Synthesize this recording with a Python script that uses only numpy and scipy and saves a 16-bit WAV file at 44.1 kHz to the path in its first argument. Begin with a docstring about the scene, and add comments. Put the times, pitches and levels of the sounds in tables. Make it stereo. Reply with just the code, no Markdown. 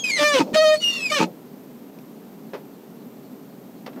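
"""Squeals, groans and judders: wipers sweep up and down once on a nearly dry windscreen, heard in a parked car.
The rubber squeals while it runs fast, groans as it slows and keeps sticking and slipping,
and judders to a halt at each end. The cabin hums throughout; after the sweep come
a few soft knocks and faint chirps from outside."""
import sys
import numpy as np
from scipy import signal
from scipy.fft import rfft, irfft
from scipy.io import wavfile

SR = 44100
rng = np.random.default_rng(int(sys.argv[2]) if len(sys.argv) > 2 else 0)


def generate_wav(signal):
    """Clip the signal to [-1, 1] and save it as 16-bit WAV at the path in sys.argv[1]."""
    frames = np.transpose(np.atleast_2d(signal))
    scaled = np.clip(frames, -1, 1) * 32767
    pcm = np.round(scaled).astype(np.int16)
    wavfile.write(sys.argv[1], SR, pcm)


N = 176400
T = np.arange(N) / SR
HZ = np.fft.rfftfreq(N, 1 / SR)
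TOP_HZ = 15800

# where the rubbing and the cabin sounds sit (frequency [Hz], left minus right [dB])
RUB_BALANCE = [(200, -6.5), (1200, -0.5), (2200, -3), (4400, 7), (8000, 10)]
CABIN_BALANCE = [(60, 2), (180, -5), (550, -6.5), (1650, 2), (4970, 3.5), (15000, -14.5)]


def amp(db):
    """Turns decibels into a gain."""
    return 10 ** (np.asarray(db) / 20)


def unit(x):
    """Scales a signal to an average power of 1."""
    return x / np.sqrt(np.mean(x ** 2) + 1e-20)


def read(points, hz):
    """Looks up a value between a table's frequencies, on a log scale."""
    f, value = np.transpose(points)
    return np.interp(np.log(hz + 1), np.log(f + 1), value)


def place(x, balance):
    """Shares each frequency between left and right, keeping its total power."""
    gains = amp(read(balance, HZ) * np.array([[.5], [-.5]]))
    gains /= np.sqrt(np.mean(gains ** 2, 0))
    return irfft(rfft(x) * gains, N)


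def noise(tone):
    """Noise of power 1, shaped by (frequency [Hz], level [dB]) points."""
    return unit(irfft(rfft(rng.standard_normal(N)) * amp(read(tone, HZ)), N))


def wander(rate_hz):
    """A smooth random wobble of power 1, mostly slower than rate_hz."""
    return unit(irfft(rfft(rng.standard_normal(N)) / (1 + (HZ / rate_hz) ** 4), N))


def follow(rows):
    """The samples a table covers, and its columns as curves over them."""
    times, *columns = np.transpose(rows)
    span = slice(max(int(times[0] * SR), 0), int(times[-1] * SR))
    return span, [np.interp(T[span], times, column) for column in columns]


def level(rows):
    """Gain along (time [s], level [dB]) points, silent after the last."""
    return amp(np.interp(T, *np.transpose(rows), right=-150))


def phase_of(hz):
    """Adds up a changing pitch into a wave's angle, in radians."""
    return 2 * np.pi * np.cumsum(hz) / SR


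def add(mix, start_s, sound):
    """Adds a sound into the mix at a given time."""
    part = mix[round(start_s * SR):][:len(sound)]
    part += sound[:len(part)]


def panel(x, lowest_hz=140):
    """Stiff panels give off little sound below their lowest note."""
    return signal.sosfilt(signal.butter(5, lowest_hz, "highpass", fs=SR, output="sos"), x)


def from_left(pair, delay_s=.00021):
    """Sound from the left reaches the right side later, by at most a quarter of a wave."""
    lag = np.minimum(2 * np.pi * HZ * delay_s, np.pi / 2)
    return np.array([pair[0], irfft(rfft(pair[1]) * np.exp(-1j * lag), N)])


def reflections(x, ring_s=.075):
    """Glass and trim throw back a dense, very short echo."""
    # echo colour (frequency [Hz], level [dB])
    tone = [(200, -10), (620, -18), (1300, -9), (2700, -4.5), (4500, 2), (15000, 4)]
    t = T[:SR // 4]
    echoes = rng.standard_normal((2, len(t))) * amp(-60 * t / ring_s) * (t > .001)
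    echoes /= np.linalg.norm(echoes, axis=1, keepdims=True)
    coloured = irfft(rfft(x) * amp(read(tone, HZ)), N)
    return signal.fftconvolve(coloured, echoes, axes=1)[:, :N]


def cabin_hum(level_db=-40.5):
    """The closed car holds a steady low rumble and a thin hiss."""
    # hum colour (frequency [Hz], level [dB])
    tone = [(25, -35), (96, -32), (133, -10.5), (228, 0), (275, -1.5), (340, -10.5), (390, -4.5),
            (484, -12), (765, -17.5), (1120, -23.5), (1720, -29), (4290, -35), (11600, -39.5), (13300, -27),
            (15600, -39)]
    # how alike left and right are (frequency [Hz], likeness [0-1])
    likeness = [(60, 0.41), (180, 1), (550, 0.53), (1650, 0.032), (15000, 0.037)]
    left, other = noise(tone), noise(tone)
    same = np.clip(read(likeness, HZ), -1, 1)
    right = irfft(same * rfft(left) + np.sqrt(1 - same ** 2) * rfft(other), N)
    return amp(level_db + .25 * wander(rate_hz=35)) * place(np.array([left, right]), CABIN_BALANCE)


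def chirps(count=6, start_s=2.445, every_s=.259, length_s=.08, start_hz=4600, fall_hz=700, db=-66):
    """Faint falling chirps repeat somewhere outside."""
    out, t = np.zeros(N), np.arange(0, length_s, 1 / SR)
    for k in range(count):
        hz = start_hz - fall_hz * t / length_s + 200 * wander(rate_hz=300)[:len(t)]
        add(out, start_s + k * every_s, np.sin(np.pi * t / length_s) * np.sin(phase_of(hz)))
    return amp(db) * out


def knocks(rise_s=.0017):
    """Soft knocks on the car, each a dull thud with a click."""
    # knocks (time [s], thud pitch [Hz], thud level [dB], click level [dB], fade time [s])
    hits = [(1.987, 450, -55, -35, 0.0016), (2.533, 454, -24, -41, 0.0077), (2.539, 444, -28, -40.5, 0.012),
            (2.547, 430, -28, -51, 0.023), (3.862, 700, -37, -33.5, 0.0071),
            (3.866, 710, -32.5, -44, 0.0043), (3.875, 587, -30, -67, 0.013),
            (3.928, 800, -42.5, -58, 0.015), (3.959, 296, -34.5, -62, 0.22)]
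    # thud colour (frequency [times the pitch], level [dB])
    thud_tone = [(.18, -56), (.44, -1.5), (1, 8.5), (1.7, -3), (3.1, -10), (5.5, -17.5), (18, -55)]
    # click colour (frequency [Hz], level [dB])
    click_tone = [(300, 4), (1200, 10), (2500, 10), (5500, 4.5), (8000, -14), (15000, -8)]
    out, click = np.zeros((2, N)), np.array([noise(click_tone), noise(click_tone)])
    for s, hz, thud_db, click_db, fade_s in hits:
        thud = noise([(multiple * hz, db) for multiple, db in thud_tone])
        envelope = np.clip((T - s) / rise_s, 0, 1) * np.exp(-abs(T - s) / fade_s)
        out += envelope * (amp(thud_db) * thud + amp(click_db) * click)
    return place(out, CABIN_BALANCE)


def drive():
    """The drive rumbles as it moves the wipers."""
    # rumble colour (frequency [Hz], level [dB])
    tone = [(70, -53.5), (180, -14), (300, 3), (600, 5), (1000, -10), (3000, -54.5)]
    # rumble loudness (time [s], level [dB])
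    loudness = [(.38, -45), (.44, -36.5), (.55, -33.5), (.6, -62), (.9, -45.5), (1.2, -45), (1.28, -34.5),
                (1.4, -83)]
    return place(noise(tone) * level(loudness), RUB_BALANCE)


def rubbing():
    """Rubber sliding on glass makes a grainy hiss."""
    # hiss colour (frequency [Hz], level [dB])
    tone = [(150, -27), (600, -12), (1300, -12), (2500, -3), (4500, -1), (6500, -4), (8500, -16),
            (15500, -28)]
    # hiss loudness (time [s], level [dB])
    loudness = [(.035, -50), (.08, -44), (.14, -48), (.18, -35), (.22, -35), (.28, -48), (.35, -32),
                (.41, -29), (.445, -54), (.528, -57), (.553, -27), (.585, -61), (.725, -61), (.755, -38),
                (.79, -50), (.825, -39), (.93, -42), (1.07, -47), (1.14, -41), (1.19, -31), (1.235, -30),
                (1.262, -58), (1.33, -80)]
    hiss = np.array([noise(tone), noise(tone)]) * level(loudness)
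    grain = unit(amp(2 * wander(rate_hz=230)))
    return place(hiss * grain, RUB_BALANCE)


def thumps(rise_s=.003):
    """The arms turn back and the blades flip over, landing on the glass with short, low notes."""
    # landings (time [s], pitch [Hz], level [dB], fade time [s])
    landings = [(.441, 204, -28, 0.023), (.477, 580, -25, .013), (0.517, 255.6, -16, 0.0074),
                (.537, 220, -13, 0.007), (1.221, 227.6, -25, 0.024), (1.238, 181, -20.5, 0.028)]
    out, t = np.zeros(N), T[:SR // 4]
    for s, hz, db, fade_s in landings:
        envelope = (1 - np.exp(-t / rise_s)) * np.exp(-t / fade_s)
        add(out, s, amp(db) * envelope * np.sin(2 * np.pi * hz * t))
    return place(out, CABIN_BALANCE)


def judder(ring_db=-14.5, scrape_db=-20, rise_s=.00048, scrape_fade_s=.0056):
    """The stalling blade moves in single slips; each scrapes the glass and makes it ring."""
    # slips at the ends of the sweep (time [s], level [dB])
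    slips = [(0.393, -11), (.402, -2.5), (0.409, -6.5), (.415, -5), (0.477, -30), (.542, -30),
             (1.192, -10.5), (1.202, -1.5), (1.211, 0.5), (1.2245, -2.5), (1.228, -5), (1.2386, -7.5)]
    # notes of the windscreen and arm (pitch [Hz], level [dB], time to fade by 60 dB [s])
    glass_notes = [(186, -4, .11), (253.6, -1, .065), (315, -1, .072), (420, -9, .08), (537, 0, .028),
                   (902, 3, .053), (1240, -1, .04), (2530, -3.5, .032)]
    out, t = np.zeros(N), T[:SR // 4]
    grit = noise([(150, 6), (1000, 30), (2600, 30.5), (6000, -13), (15000, -54)])
    onset = 1 - np.exp(-t / rise_s)
    for s, db in slips:
        ring = 0
        for hz, note_db, ring_s in glass_notes:
            cycles = hz * t * rng.uniform(.97, 1.03) + rng.random()
            ring += amp(note_db - 60 * t / ring_s) * np.sin(2 * np.pi * cycles)
        scrape = grit[round(s * SR):][:len(t)] * np.exp(-t / scrape_fade_s)
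        add(out, s, amp(db) * onset * (amp(ring_db) * ring + amp(scrape_db) * scrape))
    return place(out, RUB_BALANCE)


def groan(path, tone, balance, flutter_db=3.5, rasp=.58):
    """The blade sticks and slips hundreds of times a second; uneven slips sound rough."""
    # strong and weak slips take turns, adding an octave below (time [s], half length [s], level [dB])
    doublings = [(0.226, 0.014, -24.5), (0.347, 0.0098, -24)]
    span, (hz, base_db, overtone_db, rough) = follow(path)
    jitter = .0021 * wander(rate_hz=120)[span] + .027 * rough ** 1.5 * wander(rate_hz=450)[span]
    phase = phase_of(hz * (1 + jitter))
    undertones = [np.exp(-((T[span] - s) / half_s) ** 2) * np.cos(phase / 2)
                  for s, half_s, _ in doublings]
    slip_phase = phase + .015 * wander(rate_hz=450)[span] + .14 * sum(undertones)
    multiples = np.arange(2, 28)[:, None]
    # each overtone swells and fades on its own
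    flutter = signal.resample(rng.standard_normal((len(multiples), 12)), len(hz), axis=1)
    gains = amp(read(tone, multiples * hz) + flutter_db * flutter)
    waves = np.cos(multiples * slip_phase + rng.normal(0, 1, multiples.shape))
    overtones = (gains * waves).sum(0) / np.sqrt((gains ** 2).sum(0) / 2)
    overtones *= (1 + rasp * rough * wander(rate_hz=830)[span]) / np.sqrt(1 + (rasp * rough) ** 2)
    base = amp(base_db) * np.cos(phase)
    for undertone, (_, _, db) in zip(undertones, doublings):
        overtones *= 1 + .43 * undertone
        base += amp(db) * undertone
    out = np.zeros(N)
    out[span] = np.sqrt(2) * base + amp(overtone_db) * overtones
    return place(out, balance)


def groans():
    """The blade groans on a falling note as it slows, and on a steady one as it sets off back down."""
    # each groan's course (time [s], pitch [Hz], base note [dB], overtones [dB], roughness [0 = smooth])
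    slowing_paths = [
        [(.16, 609.4, -46, -56, 1.05), (.178, 608, -44, -27.5, 0.7), (.195, 586.5, -20, -19.5, 0.76),
         (.225, 587.5, -18, -17, 0.42), (.256, 598.9, -19.5, -13, 0), (.3, 589.6, -23, -17.5, .12),
         (.335, 572.7, -24.5, -18.5, 0.1), (.357, 536.2, -13.5, -19, 0.6), (.39, 489, -21, -17.5, 0.72),
         (.398, 308, -20.5, -21, 1), (.409, 295.2, -16, -31, 0.66), (.422, 272, -25, -47, 0.3),
         (.44, 233, -30, -60, 1)],
        [(1.107, 622, -33, -44, 0.57), (1.121, 606.7, -23, -16, 0.3), (1.15, 607.3, -38, -17, 0),
         (1.167, 576, -26, -19.5, 0.41), (1.18, 561, -23.5, -21, 0.4), (1.195, 470, -29.5, -21.5, 0.8),
         (1.215, 429, -42, -30, 1.2)],
    ]
    return_path = [(.532, 618, -45, -41, 0.94), (.545, 607, -26, -15.5, 0.7), (.56, 626.5, -11, -22, 1),
                   (.575, 628, -14, -17, 0.12), (.595, 620, -11.5, -20, .025),
                   (.634, 636, -14.5, -19.5, .04), (.647, 620.8, -12, -19.5, .02),
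                   (.745, 616.7, -13, -20, 0.06), (.765, 604, -26, -33.5, 0.6),
                   (.805, 632, -41.5, -74, 0.43)]
    # overtone colour (frequency [Hz], level [dB])
    slowing_tone = [(900, 3.5), (1200, 6), (1750, 1), (2400, 2.5), (3000, 0.5), (4200, -6), (6000, -8.5),
                    (6800, -14.5), (11000, -27.5), (15500, -35)]
    return_tone = [(1240, 5), (1860, 4), (2480, 0), (3100, 1.5), (4340, -2), (4960, -6), (5600, -11.5),
                   (6250, -11), (7450, -14.5), (8300, -19), (11000, -24), (15500, -34)]
    # where the groans sit (frequency [Hz], left minus right [dB])
    slowing_balance = [(550, -5.5), (1200, 4), (1800, -7), (2500, -6), (3500, 2.5), (5500, 8.5), (9000, 12)]
    return_balance = [(620, -10), (1240, 13), (1860, -6), (2480, -9), (3100, 3.5), (3720, 2.5), (5500, 11),
                      (7000, 14.5)]
    returning = groan(return_path, return_tone, return_balance)
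    return returning + sum(groan(path, slowing_tone, slowing_balance) for path in slowing_paths)


def squeals(gain_db=2, jitter=.007, flutter_db=1.8, rasp=.06, chatter_ratio=.28, chatter_jitter=.08):
    """The rubber edge sings a high note that sinks as it slows; chatter, a slower shake, roughens it."""
    # each squeal's course (time [s], pitch [Hz], level [dB], chatter [0-1])
    paths = [
        [(0, 3334, -29.5, 0), (.04, 3194, -40.5, 0.06), (.058, 3000, -28, 0.2)],
        [(.034, 2685, -64, .5), (.04, 2537, -19, 0), (.075, 2486, -23.5, 0.25), (.105, 2350, -21.5, 0.48),
         (.116, 2164, -25, 0.3), (.153, 2126, -22.5, 0), (.168, 2060, -21, 0.1), (.19, 1877, -26.5, 0.95),
         (.21, 1850, -43, 1)],
        [(.803, 2890, -44, .8), (.822, 2935, -25.5, 0.85), (.833, 2889, -20.5, 0.4), (.847, 2836, -19, 0.03),
         (.903, 2831, -20, 0.16), (.92, 2800, -28, 0.6), (.94, 2770, -28.5, 1), (.968, 2777, -25, 0.43),
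         (1.003, 2596, -33, 1), (1.029, 2602, -26, 0.22), (1.069, 2487, -20, 0), (1.093, 2346, -38, 0.55),
         (1.103, 2277, -22, 0.55), (1.125, 2060, -48, 0.9)],
        [(.755, 4290, -46, 0.15), (.778, 4400, -37, 0), (.82, 4500, -37, 0.5), (.845, 4290, -45, 0.4)],
    ]
    # the note and its overtones, lowest first (level [dB])
    harmonics = [-1, -4.5, -12.5, -9, -7]
    # side tones that chatter adds round each of them (distance [chatter rates], level [dB])
    side_tones = [(-2, -19), (-1, -18), (1, -10), (2, -10)]
    # how well the glass gives off sound (frequency [Hz], level [dB])
    glass_tone = [(2000, 3), (2800, 4), (4400, -0.5), (5600, -6), (6500, 6.5), (8500, -11.5), (15000, -26)]
    # where the squeals sit (frequency [Hz], left minus right [dB])
    balance = [(2000, -1.5), (2450, -13.5), (2850, -0.5), (4400, 3), (6500, 12)]
    out = np.zeros(N)
    for path in paths:
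        span, (hz, db, chatter) = follow(path)
        phase = phase_of(hz * (1 + jitter * wander(rate_hz=300)[span]))
        chatter_phase = phase_of(chatter_ratio * hz * (1 + chatter_jitter * wander(rate_hz=200)[span]))
        side_gains = [(n, chatter * amp(side_db + 3 * wander(rate_hz=150)[span]))
                      for n, side_db in side_tones]
        note = 0
        for k, harmonic_db in enumerate(harmonics, 1):
            sides = sum(gain * np.sin(k * phase + n * chatter_phase) for n, gain in side_gains)
            wave = np.sin(k * phase) + np.sqrt(k) * sides
            note += amp(harmonic_db + read(glass_tone, k * hz)) * wave * (k * hz < TOP_HZ)
        note *= 1 + rasp * wander(rate_hz=2000)[span]
        out[span] += unit(note) * amp(db + flutter_db * wander(rate_hz=144)[span])
    return amp(gain_db) * place(out, balance)


def scene(echo_db=-7):
    """Wipers a little to the left, with knocks, chirps and the cabin's echo and hum."""
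    wipers = panel(groans() + judder()) + thumps() + rubbing() + drive() + squeals()
    direct = from_left(wipers) + panel(knocks()) + chirps()
    return direct + amp(echo_db) * reflections(direct) + cabin_hum()


def record(dry):
    """Cuts away the very highest treble."""
    lowpass = signal.firwin(511, TOP_HZ, window=("kaiser", 9), fs=SR)
    return signal.oaconvolve(dry, lowpass[None], "same")


dry = scene()
out = record(dry)
generate_wav(out)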